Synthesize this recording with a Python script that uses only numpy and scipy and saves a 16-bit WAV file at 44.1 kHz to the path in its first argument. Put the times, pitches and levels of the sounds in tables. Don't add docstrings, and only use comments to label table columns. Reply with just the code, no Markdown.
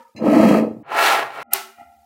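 import sys
import numpy as np
from scipy import signal
from scipy.fft import rfft, irfft
from scipy.io import wavfile
from scipy.ndimage import uniform_filter1d

SR = 44100
rng = np.random.default_rng(int(sys.argv[2]) if len(sys.argv) > 2 else 0)


def gain_from_decibels(decibels):
    exponent = np.asarray(decibels, float) / 20
    return 10 ** exponent


def digitize_waveform(pressure):
    field = np.atleast_2d(pressure).T
    bounded = np.clip(field, -1, 1)
    quanta = np.round(bounded * 32767).astype(np.int16)
    wavfile.write(sys.argv[1], SR, quanta)


N = 90405
T = np.arange(N) / SR


def unit(x):
    return x / np.sqrt(np.mean(x ** 2))


def colour(x, points):
    hz, db = np.array(points, float).T
    f = np.arange(N // 2 + 1) * SR / N + 1
    return irfft(rfft(x) * gain_from_decibels(np.interp(np.log(f), np.log(hz), db)), N)


def band(x, hz, width_hz):
    return signal.lfilter(*signal.iirpeak(hz, hz / max(width_hz, 2.), fs=SR), x)


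def ring(x, modes):
    return sum(gain_from_decibels(db) * band(band(x, hz, w), hz, w) for hz, w, db in modes)


def low(x, hz):
    return signal.sosfiltfilt(signal.butter(2, hz, fs=SR, output="sos"), x)


def high(x, hz):
    return signal.sosfilt(signal.butter(4, hz, "high", fs=SR, output="sos"), x)


def walk(rate_hz):
    return unit(low(rng.standard_normal(3 * N), rate_hz)[N:2 * N])


# (hiss [dB], hum frequency [Hz], hum level [dB])
FLOOR = [
    (-67, 80, -88),
    (-67, 112, -49),
    (-78, 137.2, -58.5),
    (-64.5, 580, -89.5),
]
HUM_WIDTH_HZ = 30


def floor(hiss_db, hum_hz, hum_db):
    hiss, hum = rng.standard_normal((2, N))
    hiss_on = (T < SPLICES_S[3]) | (T > SNAPS[0][0])
    drone = unit(band(band(hum, hum_hz, HUM_WIDTH_HZ), hum_hz, HUM_WIDTH_HZ))
    return gain_from_decibels(hiss_db) * hiss * hiss_on + gain_from_decibels(hum_db) * drone


ROOM_T60_S, ROOM_TREBLE_T60_S, ROOM_RISE_S = 0.35, 0.35, 0.007


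def echo():
    t = T[:SR]
    noise = rng.standard_normal(SR)
    bass = low(noise, 2500.)
    tail = bass * gain_from_decibels(-60 * t / ROOM_T60_S) + (noise - bass) * gain_from_decibels(-60 * t / ROOM_TREBLE_T60_S)
    tail = tail * (1 - np.exp(-t / ROOM_RISE_S))
    return tail / np.sqrt(np.sum(tail ** 2))


# (time [s], frequency [Hz], level [dB], t60 [s])
KNOCKS = [
    (1.847, 76, -59, .4),
    (1.847, 250, -61, .25),
    (1.63, 225, -59, 1.2),
    (1.775, 705, -54, 3),
    (1.785, 782, -51, 2.5),
    (1.78, 845, -57, 1.2),
    (.05, 931, -50, .15),
    (1.455, 690, -57, 1.5),
    (1.95, 72, -62, .6),
    (.885, 840, -36, .5),
]
KNOCK_RISE_S, KNOCK_WOBBLE_DB = .006, 3


def thud():
    out = 0
    for s, hz, db, t60_s in KNOCKS:
        t = np.maximum(T - s, 0)
        level = gain_from_decibels(db - 60 * t / t60_s + KNOCK_WOBBLE_DB * walk(25))
        out = out + level * (1 - np.exp(-t / KNOCK_RISE_S)) * np.sin(2 * np.pi * hz * t)
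    return out


# (frequency [Hz], width [Hz], level [dB])
BITE_MODES = [(1755, 30, 10.5), (2120, 120, 6.5), (2410, 120, 5), (2654, 150, 7.5), (2780, 88, 4),
              (4074, 32, 16.5), (4500, 120, -5.5), (5040, 88, -0.5), (6200, 89, 1.5), (6750, 160, -5),
              (7560, 120, -12), (8730, 140, -22), (10200, 150, -30), (11400, 150, -20)]
BITE_S, BITE_LENGTH_S = .161, 0.037
BITE_DB, BITE_SCRAPE_DB = -44, -17
BITE_LINGER = .25


def bite():
    t = np.maximum(T - BITE_S, 0) / BITE_LENGTH_S
    noise = rng.standard_normal(N)
    scrape = unit(band(noise, 4500., 5020.0))
    squeak = unit(ring(noise, BITE_MODES)) + gain_from_decibels(BITE_SCRAPE_DB) * scrape
    decay = np.exp(-t ** 2) + BITE_LINGER * np.exp(-t / 3)
    return gain_from_decibels(BITE_DB) * squeak * np.minimum(8 * t, 1) * decay


# (time [s], level [dB], brightness [dB per octave])
SNAPS = [
    (1.5311, -24, -10),
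    (1.5340, 1.5, -2),
    (1.5332, -19, 1),
    (1.5347, -1, -1),
    (1.5354, -.5, 0),
    (1.5363, 2, 1.5),
    (1.5370, -1.5, 2.5),
    (1.5378, -11, 1.5),
    (1.5386, -11, 1),
    (1.5399, -14, 0),
]
# (frequency [Hz], level [dB], t60 [s])
CHAIN = [(2700, -14, .004), (3500, -17, .003), (4300, -17, .003), (5500, -19, .003), (6900, -15, .003),
         (9000, -3, .0035), (10500, -3, .003), (11950, 0, .0035), (12800, -1, .003), (13900, -4, .003),
         (14800, -8, .003)]
# (frequency [Hz], level [dB])
SNAP_ROOM_COLOUR = [(59, -63), (100, -57.5), (386, -4.5), (477, -28), (682, -7.5), (1340, -12.5),
                    (1590, -10), (15500, -23.5)]
# (frequency [Hz], width [Hz], level [dB])
SNAP_TABLE = [(387.5, 31, 8), (707, 100, -4), (867, 80, 3.5), (1100, 60, 3), (1314, 62, 13.5),
              (1506, 170, -2), (2030, 160, -5.5), (2898, 150, -2), (9100, 410, 0.5), (12900, 1800, -16.5)]
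SNAP_DB, SNAP_ROOM_DB = 1, -15.5
DETUNE, UNEVEN_DB = .015, 2.5


def snap(room):
    out = np.zeros(N)
    chance = rng.standard_normal((len(SNAPS), 2, len(CHAIN)))
    t = T[:800]
    for (s, db, bright), (detune, uneven) in zip(SNAPS, chance):
        click = 0
        for (hz, g, t60_s), d, c in zip(CHAIN, detune, uneven):
            level_db = g + UNEVEN_DB * c + bright * np.log2(hz / 10000) - 60 * t / t60_s
            click = click + gain_from_decibels(level_db) * np.sign(c) * np.sin(2 * np.pi * hz * (1 + DETUNE * d) * t)
        click = high(click, 1400.0)
        i = int(s * SR)
        out[i:i + len(t)] += gain_from_decibels(db + SNAP_DB) * click / np.abs(click).max()
    hit = 1. * (np.arange(N) == int(SNAPS[1][0] * SR))
    tail = colour(signal.fftconvolve(hit, room)[:N], SNAP_ROOM_COLOUR)
    tail = tail + ring(tail, SNAP_TABLE)
    tail = tail - low(tail, 320.0)
    return out + gain_from_decibels(SNAP_ROOM_DB) * tail / np.abs(tail).max()


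MID_HZ, TREBLE_HZ = 910, 3140


def three(x, gains):
    a, b = low(x, MID_HZ), low(x, TREBLE_HZ)
    return a * gains[0] + (b - a) * gains[1] + (x - b) * gains[2]


# (time [s], level over the even rub [dB])
JOLTS = [
    [(.008, 1), (.056, 8), (.095, 9)],
    [(.192, 1), (.212, 4.5), (.223, 10), (.242, 9), (.260, 4), (.269, 7.5), (.284, 7), (.294, 3), (.308, 2),
     (.328, 5.5), (.342, 3.5), (.355, -6.5), (.370, 6.5), (.388, -3.5), (.403, 6.5), (.414, -4), (.425, 1),
     (.436, 8), (.454, 6), (.459, 4), (.474, 0.5), (.495, 1), (.512, 12), (.522, -6), (.531, 2.5),
     (.549, 9.5), (.572, 2.5), (.588, 5), (.609, 5), (.627, 8.5), (.638, 11.5), (.650, 12), (.671, 7),
     (.680, 12), (.712, 15), (.727, -11), (.743, -6), (.769, 10), (.779, -15), (.792, -9), (.824, 1)],
    [(.865, 0), (.92, 4), (.99, 2.5), (1.076, 1.5), (1.107, 1.5), (1.151, 2.5), (1.192, 5), (1.229, 5),
     (1.278, 2), (1.306, 7), (1.388, 2), (1.425, -3)],
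    [(1.516, -1), (1.785, 12), (1.80, 4), (1.815, 7.5), (1.83, 9)],
]
JOLT_TOPS_HZ = [1500, 1500, 7000, 1500]
JOLT_S = .0045
EVENNESS, EVENNESS_S = .8, .007


def judder(x, jolts, top_hz):
    body = low(x, top_hz)
    k = int(EVENNESS_S * SR)
    power = uniform_filter1d(uniform_filter1d(body ** 2, size=k), size=k)
    steady = (power / np.mean(power) + 0.099) ** (-EVENNESS / 2)
    jump_db = sum(db * np.exp(-((T - s) / JOLT_S) ** 2) for s, db in jolts)
    return x - body + body * steady * gain_from_decibels(jump_db - 3.5)


# (time [s], push [dB], speed [dB])
PUSH = [
    [(0, -34.5, -15), (.03, -47, -1), (.055, -55.5, 2), (.075, -56, 5), (.147, -66, 5)],
    [(.149, -42, -24), (.2, -27.5, -16.5), (.26, -14, -6), (.36, -6.5, -4.5), (.5, -9, 1), (.59, -12, -3),
     (.66, -26, -26), (.72, -33.5, -73), (.828, -39.5, -44)],
    [(.83, -48, -26), (.87, -36, -15.5), (.92, -19.5, -11), (.99, -11.5, -0.5), (1.06, -13, 7),
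     (1.13, -11, 0.5), (1.2, -17.5, -2), (1.25, -20, -14), (1.3, -31, -12), (1.35, -29, -5),
     (1.39, -23, -12.5), (1.431, -26.5, -2)],
    [(1.433, -51.5, -23), (1.503, -41, -28.5), (1.511, -47, 11), (1.53, -28.5, 11), (1.6, -45.5, 10.5),
     (1.75, -64, 21), (1.81, -41, 0), (1.85, -51.5, 2.5), (2.05, -58, -16)],
]
# (frequency [Hz], level [dB per Hz])
RING_COLOUR = [(35, -70), (150, -42), (450, -26.5), (900, -25.5), (1300, -21.5), (3000, -36.5),
               (4500, -37.5), (15500, -46)]
HEAVY_COLOUR = [(70, -74), (170, -11.5), (312, -1), (1290, -17.5), (1500, -21), (2590, -27.5), (3580, -38),
                (15500, -48)]
LIGHT_COLOUR = [(60, -78), (190, -26), (420, -8.5), (1000, -2), (2400, -8.5), (6500, -28), (12500, -33),
                (15500, -33.5)]
PRESS_COLOUR = [(35, -44), (150, -59.5), (300, -35), (750, -40), (1350, -30.5), (2600, -30), (5000, -42),
                (15500, -44)]
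# (frequency [Hz], width [Hz], level over the plain rub [dB])
RING_MODES = [(237, 51, 14), (474, 15, 23.5), (530, 30, 19), (925, 71, 24.5), (1246, 110, 9), (1300, 77, 5),
              (1730, 80, 9), (2350, 61, 4)]
HEAVY_MODES = [(113, 19, 7.5), (182.4, 26, 3.5), (218.5, 45, 13), (288, 72, 6.5), (309.1, 14, -4.5),
               (442.5, 27, -2), (525, 160, -2), (594, 40, 1), (641.5, 81, 2.5), (1305, 152, 4.5),
               (1930, 310, -21.5), (2580, 450, -9.5), (3238, 59, 7.5), (4230, 1300, -3.5)]
LIGHT_MODES = [(418, 7, 6.5), (683, 35, 5), (799, 100, 2), (857, 37, -1.5), (1198, 26, -11),
               (1348, 120, 3.5), (1375, 140, -8), (1680, 59, 3.5), (1873, 63, -2), (2270, 100, -2),
               (2680, 340, -8.5), (3030, 98, -4.5), (4180, 620, -7), (5900, 100, -1)]
PRESS_MODES = [(74, 75, 34), (227.4, 14, 42), (306, 4.1, 28.8), (430, 28, 7.6), (596, 52, 27),
               (708.7, 30, 45.7), (805, 20, 44.3), (810, 16, 12), (1284, 42, 24), (1378, 53, 27),
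               (1376, 21, 11), (1994, 263, 14.5), (2426, 180, 11), (2800, 570, 3.2)]
# (share of speed dB in the mids [0-1], grain scatter [dB], bass flutter [dB],
# upper flutter [dB], room [dB])
FEEL = [
    (.5, 1.5, 2, 1.1, -12),
    (.45, 1.5, 1.1, .8, -11),
    (.4, 1.5, 1.1, .6, -12),
    (.6, 1.5, 2, 1.1, -12),
]
GRAINS_PER_S, FLUTTER_PER_S = 14000, 90


def rub(push, tint, modes, feel, jolts, top_hz, room):
    mids, scatter_db, bass_db, upper_db, room_db = feel
    s, push_db, speed_db = np.array(push).T
    push_db, speed_db = np.interp(T, s, push_db), np.interp(T, s, speed_db)
    slips, size = rng.random((2, N))
    grains = (slips < GRAINS_PER_S / SR) * gain_from_decibels(-scatter_db * np.log(size + 1e-9))
    grains = grains * rng.standard_normal(N)
    flutter = [gain_from_decibels(d * walk(FLUTTER_PER_S)) for d in (bass_db, upper_db, upper_db)]
    x = colour(three(grains, flutter), tint)
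    x = judder(unit(x + ring(x, modes)), jolts, top_hz)
    direct = gain_from_decibels(push_db) * three(x, [1, gain_from_decibels(mids * speed_db), gain_from_decibels(speed_db)])
    return direct + gain_from_decibels(room_db) * signal.fftconvolve(direct, room)[:N]


SPLICES_S = [0, .148, .829, 1.4308, 2.06]
# (frequency [Hz], width [Hz], depth [0-1])
GAPS = [
    (1415, 200, 0.7),
    (3570, 320, 0.87),
]
SPLICE_FADE_S = .002
SQUASH = 1.25


def scene():
    room = echo()
    colours = RING_COLOUR, HEAVY_COLOUR, LIGHT_COLOUR, PRESS_COLOUR
    modes = RING_MODES, HEAVY_MODES, LIGHT_MODES, PRESS_MODES
    shots = [rub(*load, room) for load in zip(PUSH, colours, modes, FEEL, JOLTS, JOLT_TOPS_HZ)]
    shots[1] = np.tanh(SQUASH * shots[1]) / (SQUASH - .1) + bite()
    for hz, w, depth in [*GAPS, *GAPS]:
        shots[1] = shots[1] - depth * band(shots[1], hz, w)
    knocks = thud()
    shots[0] = shots[0] + knocks
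    shots[2] = shots[2] + knocks
    shots[3] = shots[3] + snap(room) + knocks
    out = 0
    for x, background, start, end in zip(shots, FLOOR, SPLICES_S, SPLICES_S[1:]):
        since_start = T - start + SPLICE_FADE_S * (start == 0)
        fade = np.clip(np.minimum(since_start, end - T) / SPLICE_FADE_S, 0, 1)
        out = out + (x + floor(*background)) * fade
    return out[None]


def band_limit(x):
    return signal.sosfilt(signal.butter(12, 16100, fs=SR, output="sos"), x)


MIC_LOW_HZ, TOP_HZ = 70, 15750
GATE_DB, GATE_DEPTH_DB = -96, -11


def record(dry):
    x = high(dry, MIC_LOW_HZ)
    x = signal.sosfilt(signal.ellip(8, .2, 70, TOP_HZ, fs=SR, output="sos"), x)
    z = signal.stft(x, nperseg=1024, noverlap=768)[2]
    power = uniform_filter1d(np.abs(z) ** 2, size=3, axis=1)
    z = z * np.maximum(power / (power + gain_from_decibels(2 * GATE_DB)), gain_from_decibels(GATE_DEPTH_DB))
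    mix = signal.istft(z, nperseg=1024, noverlap=768)[1][:, :N]
    return band_limit(np.clip(mix, -1, 1))


dry = scene()
out = record(dry)
digitize_waveform(out)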